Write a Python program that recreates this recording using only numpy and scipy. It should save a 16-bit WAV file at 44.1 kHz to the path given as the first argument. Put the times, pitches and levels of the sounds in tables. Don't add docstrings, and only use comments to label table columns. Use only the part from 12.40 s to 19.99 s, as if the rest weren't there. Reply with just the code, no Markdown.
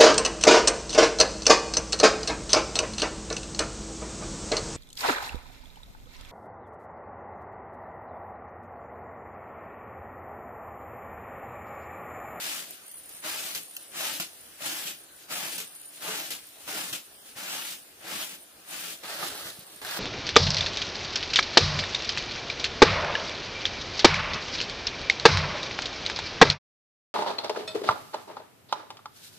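import sys
import numpy as np
from scipy import signal
from scipy.io import wavfile
from scipy.ndimage import uniform_filter1d, minimum_filter1d

SR = 44100
rng = np.random.default_rng(int(sys.argv[2]) if len(sys.argv) > 2 else 0)


def ratio(d):
    e = np.asarray(d, float) / 20
    return 10 ** e


def to_wav(sig):
    pcm = np.clip(np.atleast_2d(sig), -1, 1) * 32767
    pcm = np.round(pcm).astype(np.int16)
    wavfile.write(sys.argv[1], SR, pcm.T)


N = 334719
T = np.arange(N) / SR
MOVE_S = 6.6
HUT_LAG, YARD_LAG = 7, -2

# f/Hz, density/dB
AIR_COLOUR = [(12, -49), (20, -2), (77, 0), (150, -7), (293, 0.5), (718, 0.5), (976, -5), (1610, -2),
              (2200, -6), (4000, -4), (6000, -5.5), (8300, -4.5), (9500, 1), (10600, -4), (16000, -5)]
# f/Hz, likeness/0-1
LIKENESS = [(25, 1), (60, 0.7), (110, 0.64), (180, 0.98), (550, 0.5), (1650, 0), (4970, 0), (15000, 0.04)]
# f/Hz, t60/s
ECHO_T60 = [(100, .2), (1000, .13), (3000, .065), (5000, .065), (15000, .06)]
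# t/s, level/dB, f/Hz, t60/s
THUDS = [(0.741, -46, 176, 0.032), (0.845, -43, 172, 0.056), (1.158, -47, 186, 0.054),
         (1.795, -36, 184, 0.058), (2.214, -42, 192, 0.089), (2.451, -45, 169, 0.091),
         (2.909, -48, 152, 0.05), (3.197, -65, 200, 0.036), (3.627, -40, 177, 0.039),
         (3.892, -44, 193, 0.038), (4.352, -46, 172, 0.081), (4.518, -39, 140, 0.065),
         (4.956, -45, 126, 0.044), (5.745, -47, 188, 0.28), (5.927, -45, 194, 0.031),
         (6.64, -44, 213, 0.057), (6.919, -47, 83.4, 0.061), (6.949, -47, 200, 0.063),
         (7.053, -35.5, 100, 0.035), (7.088, -53, 99.6, 0.05), (7.186, -27, 149, 0.017),
         (7.219, -48, 161, 0.041), (7.36, -44, 166, 0.033), (7.434, -43, 83.4, 0.052),
         (7.5, -54, 198, 0.071)]
# multiple/1, level/dB
DISC_MODES = [(0.998, 1.5), (1.27, -8), (1.43, -10)]
# start t/s, length/s, level/dB, disc f/Hz
RATTLES = [(0.295, 0.044, -47, 9300), (0.426, .015, -48, 9130), (0.473, 0.075, -43.5, 9330),
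           (0.568, 0.035, -40.5, 9710), (0.637, 0.038, -44.5, 9520), (0.685, 0.14, -44, 9470),
           (1.213, 0.05, -43, 9440), (1.284, 0.083, -43, 9350), (1.404, 0.022, -44, 9570),
           (1.453, 0.07, -47, 9380), (1.936, .01, -49, 9770), (1.975, 0.14, -50.5, 9380),
           (2.045, 0.16, -53, 9770), (2.577, 0.06, -48, 9500), (2.73, 0.059, -50.5, 9600),
           (3.13, 0.058, -38, 9500), (3.243, 0.042, -45, 9420), (3.324, 0.14, -44, 9360),
           (3.438, 0.061, -41.5, 9360), (3.495, 0.11, -47, 9330), (4.032, 0.062, -48, 9200),
           (4.135, 0.18, -50.5, 9400), (4.66, .015, -50, 9120), (4.704, .11, -54, 9570),
           (4.857, 0.079, -52, 9400), (5.384, 0.044, -49, 9500), (5.603, 0.018, -50, 9300),
           (6.005, 0.031, -47, 9300), (6.283, 0.03, -43, 9300), (7.124, .04, -52, 9300),
           (7.193, 0.044, -52, 9330), (7.262, 0.017, -50.5, 9030), (7.32, 0.086, -48, 9090)]
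# t/s, level/dB, f/Hz
CLINKS = [(0.3002, -40, 9630), (0.5162, -49, 9590), (0.5412, -28, 9190), (0.5741, -40, 9770),
          (0.6953, -43, 9720), (0.7028, -40, 9170), (0.7327, -37, 9720), (0.7532, -41, 9170),
          (0.7986, -40, 9520), (0.9562, -29, 9260), (1.1508, -34, 10200), (1.2925, -42, 9570),
          (1.3653, -30, 8720), (1.4077, -42, 9810), (1.5584, -40, 9880), (1.6087, -35, 10200),
          (1.7968, -34, 9320), (1.9659, -44, 9320), (2.0777, -46, 9770), (2.2353, -37, 10500),
          (2.2573, -23, 10700), (2.393, -34, 9540), (2.9053, -42, 9750), (2.9073, -47, 9620),
          (3.1198, -32, 9360), (3.1532, -31, 9900), (3.3513, -35, 9480), (3.4481, -37, 9770),
          (3.5738, -42, 9040), (3.9125, -34, 9190), (4.2717, -39, 9750), (4.5311, -35, 9200),
          (4.8683, -44, 9810), (4.9821, -42, 10200), (5.0799, -39, 9960), (5.9005, -42, 9600),
          (6.0172, -47, 9130), (6.2921, -39, 9390), (6.6368, -44, 8940), (6.6782, -39, 8980),
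          (7.0454, -41, 9320), (7.194, -41, 9460), (7.2674, -36, 9100), (7.415, -34, 9180),
          (7.451, -38, 9600)]
# t/s, level/dB, centre f/Hz, t60/s
TICKS = [(0.308, -10.5, 14700, 0.034), (0.4665, -21, 11700, 0.02), (0.5147, -16.5, 11900, 0.022),
         (0.5934, -33, 13400, 0.018), (0.6933, -18, 11400, 0.02), (0.7084, -37, 13100, 0.02),
         (0.7327, -34, 15500, 0.02), (1.233, -18, 11600, 0.031), (1.3664, -11.5, 12000, 0.017),
         (1.4194, -41, 15400, 0.02), (3.3513, -21, 11700, 0.02), (2.766, -29, 13000, .015),
         (4.089, -22, 13900, 0.02), (4.6623, -29, 14600, 0.033), (7.194, -17, 12500, .015),
         (7.2674, -25, 14500, 0.018)]
# t/s, level/dB, f/Hz, t60/s
KNOCKS = [(0.846, -38.5, 607, 0.088), (0.955, -40.5, 616, 0.12), (1.1487, -29, 4560, .012),
          (1.367, -29, 3060, 0.015), (1.3675, -31, 2600, .018), (1.799, -24, 2680, .015),
          (1.8085, -27, 3000, .012), (1.8145, -30, 4000, .012), (2.205, -41, 600, 0.13),
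          (2.2625, -28, 3000, .012), (2.95, -39, 720, .12), (4.275, -44, 593, .1), (4.33, -41, 425, 0.17),
          (3.645, -46, 840, 0.14), (3.682, -38, 432, 0.11), (3.748, -40, 418, 0.18),
          (3.9055, -29, 3280, .012), (3.9135, -27, 3000, .012), (4.5298, -26, 2900, .012),
          (4.534, -28, 3650, .012), (4.538, -24, 2700, .012), (6.637, -46, 990, 0.012),
          (6.6429, -31, 1120, 0.013), (6.647, -32, 1110, 0.012), (6.826, -33, 840, 0.086),
          (6.827, -28, 1224, 0.072), (7.009, -39, 1300, 0.032), (7.0758, -32, 11800, .006),
          (7.1028, -28.5, 3860, 0.0093), (7.449, -27, 1600, 0.013)]
# t/s, level/dB, weight/dB, t60/s
SLAPS = [(0.8376, -29.5, -11.5, 0.1), (1.1477, -2.5, -57, 0.27), (1.3652, -1.5, -70, 0.046),
         (1.7982, 4.5, -41, 0.062), (2.255, -20, -28, 0.088), (2.9052, -30, -12, 0.12),
         (3.1793, 0, -46, 0.13), (3.2006, -4, -40, 0.058), (3.9039, -2, -41, 0.093),
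         (4.2755, -26, -15.5, 0.15), (4.526, -15, -27, 0.06), (6.633, -25.5, -16, 0.069),
         (6.8293, -28.5, -3, 0.044), (7.1006, -43, -32, 0.085), (7.4151, -20.5, -20, 0.077),
         (7.448, -9, -38, 0.062)]
# touch t/s, rise/s, length/s, level/dB, sag by the end/dB
STROKES = [(-.12, .04, 0.33, -40, -4), (0.817, 0.048, 0.35, -39, -3.5), (1.51, 0.096, 0.29, -37, -5),
           (2.185, 0.074, 0.32, -36.5, -7.5), (2.881, 0.052, 0.34, -37.5, -8.5),
           (3.595, 0.044, 0.36, -41.5, -4), (4.255, 0.038, 0.3, -41, -2.5), (4.946, 0.038, 0.38, -45, 2),
           (5.618, 0.14, 0.22, -41.5, 0.5), (6.245, 0.11, 0.28, -41.5, -2),
           (6.624, 0.019, 0.26, -47.5, 7.5), (6.883, 0.03, 0.21, -45.5, 2),
           (7.405, 0.032, 0.48, -43.5, -0.5)]
# t/s, level/dB
FLICKS = [
    (1.157, -37.5),
    (1.807, -34),
    (2.266, -39),
    (2.47, -36.5),
    (2.494, -48),
    (3.193, -39.5),
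    (3.91, -37),
    (4.533, -34.5),
]
# start t/s, length/s, level/dB
DRAGS = [(0.257, 0.1, -54), (.4, 0.25, -65), (0.71, 0.078, -57), (3.295, 0.15, -62), (4.02, 0.14, -62.5),
         (1.34, 0.11, -58.5), (1.935, .28, -62), (2.803, 0.043, -59.5), (3.54, .06, -56),
         (4.208, 0.15, -55.5), (4.873, 0.036, -56), (5.876, 0.072, -49), (6.193, 0.11, -77),
         (6.584, .05, -60), (7.12, .11, -55.5), (7.288, 0.11, -57.5)]
# middle t/s, length/s, level/dB, pressure/dB, weight/dB
SURGES = [(0.095, 0.17, -39, -5.5, -21), (0.89, 0.036, -39.5, -8, -29), (1.663, 0.097, -37.5, -2.5, -17),
          (2.304, .08, -55, 0, -12), (3.047, 0.068, -43.5, 9, 6), (3.162, 0.081, -41, -12, -5),
          (3.7, 0.079, -45, 16, 4), (3.77, 0.14, -39.5, -4, -16), (4.392, 0.1, -40.5, 0, -4),
          (5.144, 0.16, -39, -3.5, -25), (5.719, 0.13, -45.5, 7, 8), (5.816, 0.063, -40.5, 3, -38),
          (6.719, 0.12, -41.5, -3, -34), (6.836, 0.092, -41.5, 9, -16), (7.06, 0.14, -69, -16, -8),
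          (7.55, 0.15, -37, -3.5, -33)]
# f/Hz, density/dB
HUT_SCRATCH = [(24, -60), (40, -42), (120, -17), (250, -12), (450, -13), (700, -12), (1000, -10.5),
               (1450, -4), (2150, -4), (2800, -1), (4500, -4), (7500, -6.5), (11600, -9), (16000, -11)]
# f/Hz, density/dB
YARD_SCRATCH = [(24, -53), (40, -17), (71, -10), (297, -11), (354, -4), (600, -5), (1070, -7.5), (1210, -1),
                (1700, -1.5), (2300, -7), (2900, -4), (4130, -3), (6650, -11), (12100, -14), (16000, -17)]
# f/Hz, width/Hz, level/dB
GROUND = [(194, 36, 9), (300, 45, 16.5), (416.5, 13.6, 12), (606, 108, 11), (767, 190, 3), (840, 6.4, -5.5)]


def evened(x):
    return x / np.sqrt(np.mean(x ** 2) + 1e-20)


def read(points, hz):
    f, value = np.transpose(points)
    return np.interp(np.log(hz + 1), np.log(f + 1), value)


def band(x, lo_hz, hi_hz):
    return signal.sosfilt(signal.butter(2, [lo_hz, hi_hz], "band", fs=SR, output="sos"), x)


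def spectrum(x):
    return signal.stft(x, SR, nperseg=1024, noverlap=768)


def sound_from(z):
    return signal.istft(z, SR, nperseg=1024, noverlap=768)[1][:, :N]


def place(out, s, sound):
    out[round(s * SR):][:len(sound)] += sound


def hut_side(x):
    return np.array([np.roll(x, HUT_LAG), x])


def clicks(per_s, spread_db):
    size_db = spread_db * np.minimum(rng.exponential(1, N), 2.3)
    size = ratio(size_db) * rng.choice([-1., 1.], N)
    return size * (rng.random(N) < per_s / SR)


def plateau(t, start, length, db, edge_db_per_s):
    outside = np.maximum(np.maximum(start - t, t - start - length), 0)
    return db - edge_db_per_s * outside


def all_round(z, z2, hz):
    same = np.clip(read(LIKENESS, hz), 0, 1)[:, None]
    return np.array([z, same * z + np.sqrt(1 - same ** 2) * z2])


def air():
    level_db, patch_db = -52, 2.6
    hz = np.fft.rfftfreq(1024, 1 / SR)
    a, b, c, d, patches = rng.standard_normal((N // 256 + 5, 513, 5)).T
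    patches = evened(uniform_filter1d(uniform_filter1d(patches, 14, 0), 12, 1))
    z = all_round(a + 1j * b, c + 1j * d, hz)
    z *= ratio(read(AIR_COLOUR, hz)[:, None] + patch_db * patches)
    return ratio(level_db) * evened(sound_from(z))


def wall_echoes(x):
    hut_db, yard_db, shift_s = -8.0, -10.0, .05
    taps = np.zeros((10, SR // 5))
    at = np.arange(100, SR // 5 - 20, 20) + rng.integers(0, 20, (10, (SR // 5 - 101) // 20))
    np.put_along_axis(taps, at, rng.choice([-1., 1.], at.shape), 1)
    hz, t, z = signal.stft(taps, SR, nperseg=128)
    fade = ratio(-60 * t / read(ECHO_T60, hz)[:, None])
    tails = signal.istft(all_round(z[:5], z[5:], hz) * fade, SR, nperseg=128)[1]
    tails /= np.linalg.norm(tails[0, 0])
    turn = abs((T / shift_s - np.arange(5)[:, None]) % 5 - 2)
    share = np.cos(np.pi / 2 * np.clip(turn, 0, 1))
    wet = signal.oaconvolve((x.mean(0) * share)[None], tails, axes=2).sum(1)[:, :N]
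    return wet * ratio(np.where(T < MOVE_S, hut_db, yard_db))


def thuds():
    out, t = np.zeros(N + 8000), T[:8000]
    for s, db, hz, t60 in THUDS:
        push = np.sin(2 * np.pi * hz * t) * np.minimum(t / 0.0064, 1)
        place(out, s, ratio(db + 1.0 - 60 * t / t60) * push)
    return out[:N]


def shake():
    swing_db, still_db, edge_db_per_s = -24, -81, 514
    t, sweep_db = sweep()[:2]
    rattle_db = np.max([plateau(t, *row[:3], edge_db_per_s) for row in RATTLES], axis=0)
    start, length, _, hz = np.transpose(RATTLES)
    level_db = np.maximum(np.maximum(rattle_db, sweep_db + swing_db), still_db)
    return t, level_db, np.interp(t, start + length / 2, hz)


def spangles():
    hits_per_s, t60, size_spread_db, clump_db, scatter_hz = 1400, .02, 2.4, 3.0, 270
    s, shake_db, pitch_hz = shake()
    sizes_hz = np.linspace(8200, 10900, num=36)
    struck_hz = np.interp(T, s, pitch_hz) + scatter_hz * rng.standard_normal(N)
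    disc = np.searchsorted(sizes_hz, struck_hz)
    hits = clicks(hits_per_s, size_spread_db)
    hits *= ratio(clump_db * evened(band(rng.standard_normal(N), 25, 80)))
    t, out = T[:1500], np.zeros((2, N))
    for k, hz in enumerate(sizes_hz):
        bend = 1 + .08 * rng.standard_normal(len(DISC_MODES))
        bend[0] = 1
        ring = sum(ratio(db - 60 * t / t60) * np.sin(2 * np.pi * hz * m * b * t)
                   for (m, db), b in zip(DISC_MODES, bend))
        clink = signal.oaconvolve(hits * (disc == k), ring)[:N]
        out += [np.roll(clink, 3 * k % 17), clink]
    return evened(out) * ratio(np.interp(T, s, shake_db) - 4.5)


def ticks():
    out, t = np.zeros(N + 2000), T[:2000]
    for s, db, hz, t60 in TICKS:
        noise = evened(band(rng.standard_normal(2000), 0.61 * hz, SR * .49))
        snap = noise * (0.23 + np.exp(-t / 0.00047)) + 0.47 * np.sin(2 * np.pi * hz * t)
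        place(out, s, ratio(db - 15.5 - 60 * t / t60) * snap)
    return hut_side(out[:N])


def knocks():
    clink_db, clink_t60 = -4, .035
    out, t = np.zeros(N + 8000), T[:8000]
    clear = [(s, db + clink_db, hz, clink_t60) for s, db, hz in CLINKS]
    for s, db, hz, t60 in list(KNOCKS) + clear:
        ring = np.sin(2 * np.pi * hz * t) * np.minimum(t * hz / 1.7, 1)
        place(out, s, ratio(db - 60 * t / t60) * ring)
    out, yard = out[:N], T > MOVE_S
    return np.array([np.roll(out * ~yard, HUT_LAG) + np.roll(out * yard, YARD_LAG), out])


def slaps():
    rise_s, front, front_s = .002, .6, .004
    out, t = np.zeros(N + 8000), T[:8000]
    onset = np.minimum(t / rise_s, 1) * (1 + front * np.exp(-t / front_s))
    for s, db, weight_db, t60 in SLAPS:
        sharp, dull = rng.standard_normal((2, 8000))
        crack = evened(band(sharp, 2200, 17000))
        crack += ratio(weight_db + 33.5) * evened(band(dull, 210, 3300))
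        place(out, s, crack * ratio(db - 32.0 - 60 * t / t60) * onset)
    return hut_side(out[:N]) * ratio([[-0.5], [0]])


def lift():
    lift_s, lift_db, from_db, full_db = .014, -7.0, -28, -12
    s, db = np.transpose(SLAPS)[:2, :, None]
    t = T[::32]
    before = s - t
    height = np.clip((db - from_db) / (full_db - from_db), 0, 1)
    dip = (height * (before > 0) * np.exp(-abs(before) / lift_s)).sum(0)
    return np.interp(T, t, ratio(lift_db * dip))


def stroke(t, touch, rise, length, db, sag_db):
    from_db, arch_db, leave_db_per_s = -27.5, -0.5, 248
    dust_db, dust_db_per_s = -14.5, 77
    since, one = t - touch, np.ones(len(t))
    part = np.clip(since / length, 0, 1)
    after = np.maximum(since - length, 0)
    level = db + from_db * np.maximum(1 - since / rise, 0) ** 2
    level += arch_db * (np.sin(np.pi * part) - 1) + sag_db * part
    weight = 1.5 - 18 * (1 - np.exp(-abs(since) / 0.036))
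    press = 4 - 11.5 * part ** 0.98
    rustle = 2.5 + 8 * part
    grit = level + dust_db - dust_db_per_s * after
    return [(level - leave_db_per_s * after, weight, press, rustle),
            (grit, -10 * one, -16 * one, 26 * one)]


def sweep():
    t = T[::64]
    one = np.ones(len(t))
    parts = [(-64.5 * one, -6 * one, 0 * one, -16 * one)]
    for row in STROKES:
        parts += stroke(t, *row)
    for s, db in FLICKS:
        fall = np.where(t < s, 20 * (s - t) / .016, 266 * (t - s))
        parts.append((db - fall, -15 * one, -14.5 * one, -3 * one))
    for row in DRAGS:
        parts.append((plateau(t, *row, 298), -8 * one, -7 * one, 11 * one))
    for s, length, db, press_db, weight_db in SURGES:
        level = db - 6 * (2 * (t - s) / length) ** 2
        parts.append((level, weight_db * one, press_db * one, -2.5 * one))
    level, *colours = np.transpose(parts, (1, 0, 2))
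    power = ratio(np.maximum(level, -120)) ** 2
    weight, press, rustle = [(power * c).sum(0) / power.sum(0) for c in colours]
    rustle += np.where(t > MOVE_S, 2, -1.5 * np.maximum(t - 4, 0))
    return t, 10 * np.log10(power.sum(0)), weight, press, rustle


def scratch_colour(hz, t, weight_db, press_db, rustle_db):
    in_hut, drift_db = t < MOVE_S, .8
    colour = np.where(in_hut, read(HUT_SCRATCH, hz)[:, None], read(YARD_SCRATCH, hz)[:, None])
    middle = (hz > 1800) & (hz < 6000)
    colour -= 10 * np.log10((ratio(colour[middle]) ** 2).sum(0) / len(hz))
    by_weight = read([(450, 0.46), (750, 0.069)], hz)[:, None]
    by_press = read([(450, 0.08), (750, 0.82), (1500, 0.62), (3200, 0.0066)], hz)[:, None]
    by_rustle = read([(1500, -0.071), (3000, 0.039), (5500, 0.066), (11000, 0.36)], hz)[:, None]
    colour += by_weight * (weight_db - np.where(in_hut, -11.0, -8.0))
    colour += by_press * (press_db - np.where(in_hut, -5.0, -1.5))
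    colour += by_rustle * (rustle_db - np.where(in_hut, -2.0, -4.0))
    drift = rng.standard_normal(colour.T.shape)
    drift = uniform_filter1d(uniform_filter1d(drift, 10, 0), 12, 1).T
    return colour + drift_db * evened(drift)


def broom():
    tips_per_s, tip_spread_db, flicker_db = 32000, 2.4, .8
    lag_spread, wander, wander_per_s = 3.4, 2.2, 2.3
    hut_pan_db, yard_pan_db = 1.77, -1
    patch, tips = rng.integers(0, 6, N), clicks(tips_per_s, tip_spread_db)
    tips *= ratio(flicker_db * evened(band(rng.standard_normal(N), 8, 60)))
    hz, t, z = spectrum(tips * (patch == np.arange(6)[:, None]))
    in_hut = t < MOVE_S
    spot = np.array([-2.3, -1.3, -.6, .15, .95, 2.7])[:, None, None]
    pace = np.linspace(1, 2, 6)[:, None, None]
    lag = np.where(in_hut, HUT_LAG, YARD_LAG) + lag_spread * spot
    lag = lag + wander * np.sin(2 * np.pi * wander_per_s * t * pace)
    half_turn = 1j * np.pi * hz[:, None] * lag / SR
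    z = np.array([(z * np.exp(way * half_turn)).sum(0) for way in (-1, 1)])
    s, level_db, *columns = sweep()
    colour_db = scratch_colour(hz, t, *(np.interp(t, s, c) for c in columns))
    side = np.array([.5, -.5])[:, None, None]
    z *= ratio(colour_db + side * np.where(in_hut, hut_pan_db, yard_pan_db))
    return sound_from(z) * ratio(np.interp(T, s, level_db) + 1.5) / tips.std()


def hollow(x):
    return x + sum(ratio(db - 9.5) * signal.lfilter(*signal.iirpeak(hz, hz / width, SR), x)
                   for hz, width, db in GROUND)


def scene():
    near = hollow(broom() * lift()) + slaps() + knocks() + ticks() + spangles()
    return near + wall_echoes(near) + thuds() + air()


def gate(x):
    lo_hz, hi_hz, share, duck_db, masking = 2100, 7600, .018, -28.0, .4
    hz, _, z = spectrum(x)
    inside = (hz > lo_hz) & (hz < hi_hz)
    power = uniform_filter1d((abs(z) ** 2).mean(0), size=5, axis=1) + 1e-20
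    around = uniform_filter1d(power, size=41, axis=0)[inside]
    moment = minimum_filter1d(power[hz > lo_hz].mean(0), size=15)
    below = uniform_filter1d(power, size=4, axis=0)[inside] / around
    below *= (around / moment) ** masking
    weakest = (below < np.quantile(below, share)) * 1.
    shut = np.minimum(2 * uniform_filter1d(weakest, size=5, axis=1), 1)
    gain = np.ones(power.shape)
    gain[inside] = ratio(duck_db * shut)
    return sound_from(z * gain)


def roll_off(x):
    return signal.sosfilt(signal.butter(12, 16790, fs=SR, output="sos"), x)


def record(dry):
    thin = signal.sosfilt(signal.butter(2, 60, "high", fs=SR, output="sos"), dry)
    treble_cut = signal.firwin(1023, 15540, window=("kaiser", 3), fs=SR)
    mix = signal.oaconvolve(gate(thin), treble_cut[None], "same")
    return roll_off(mix)


dry = scene()
out = record(dry)
to_wav(out)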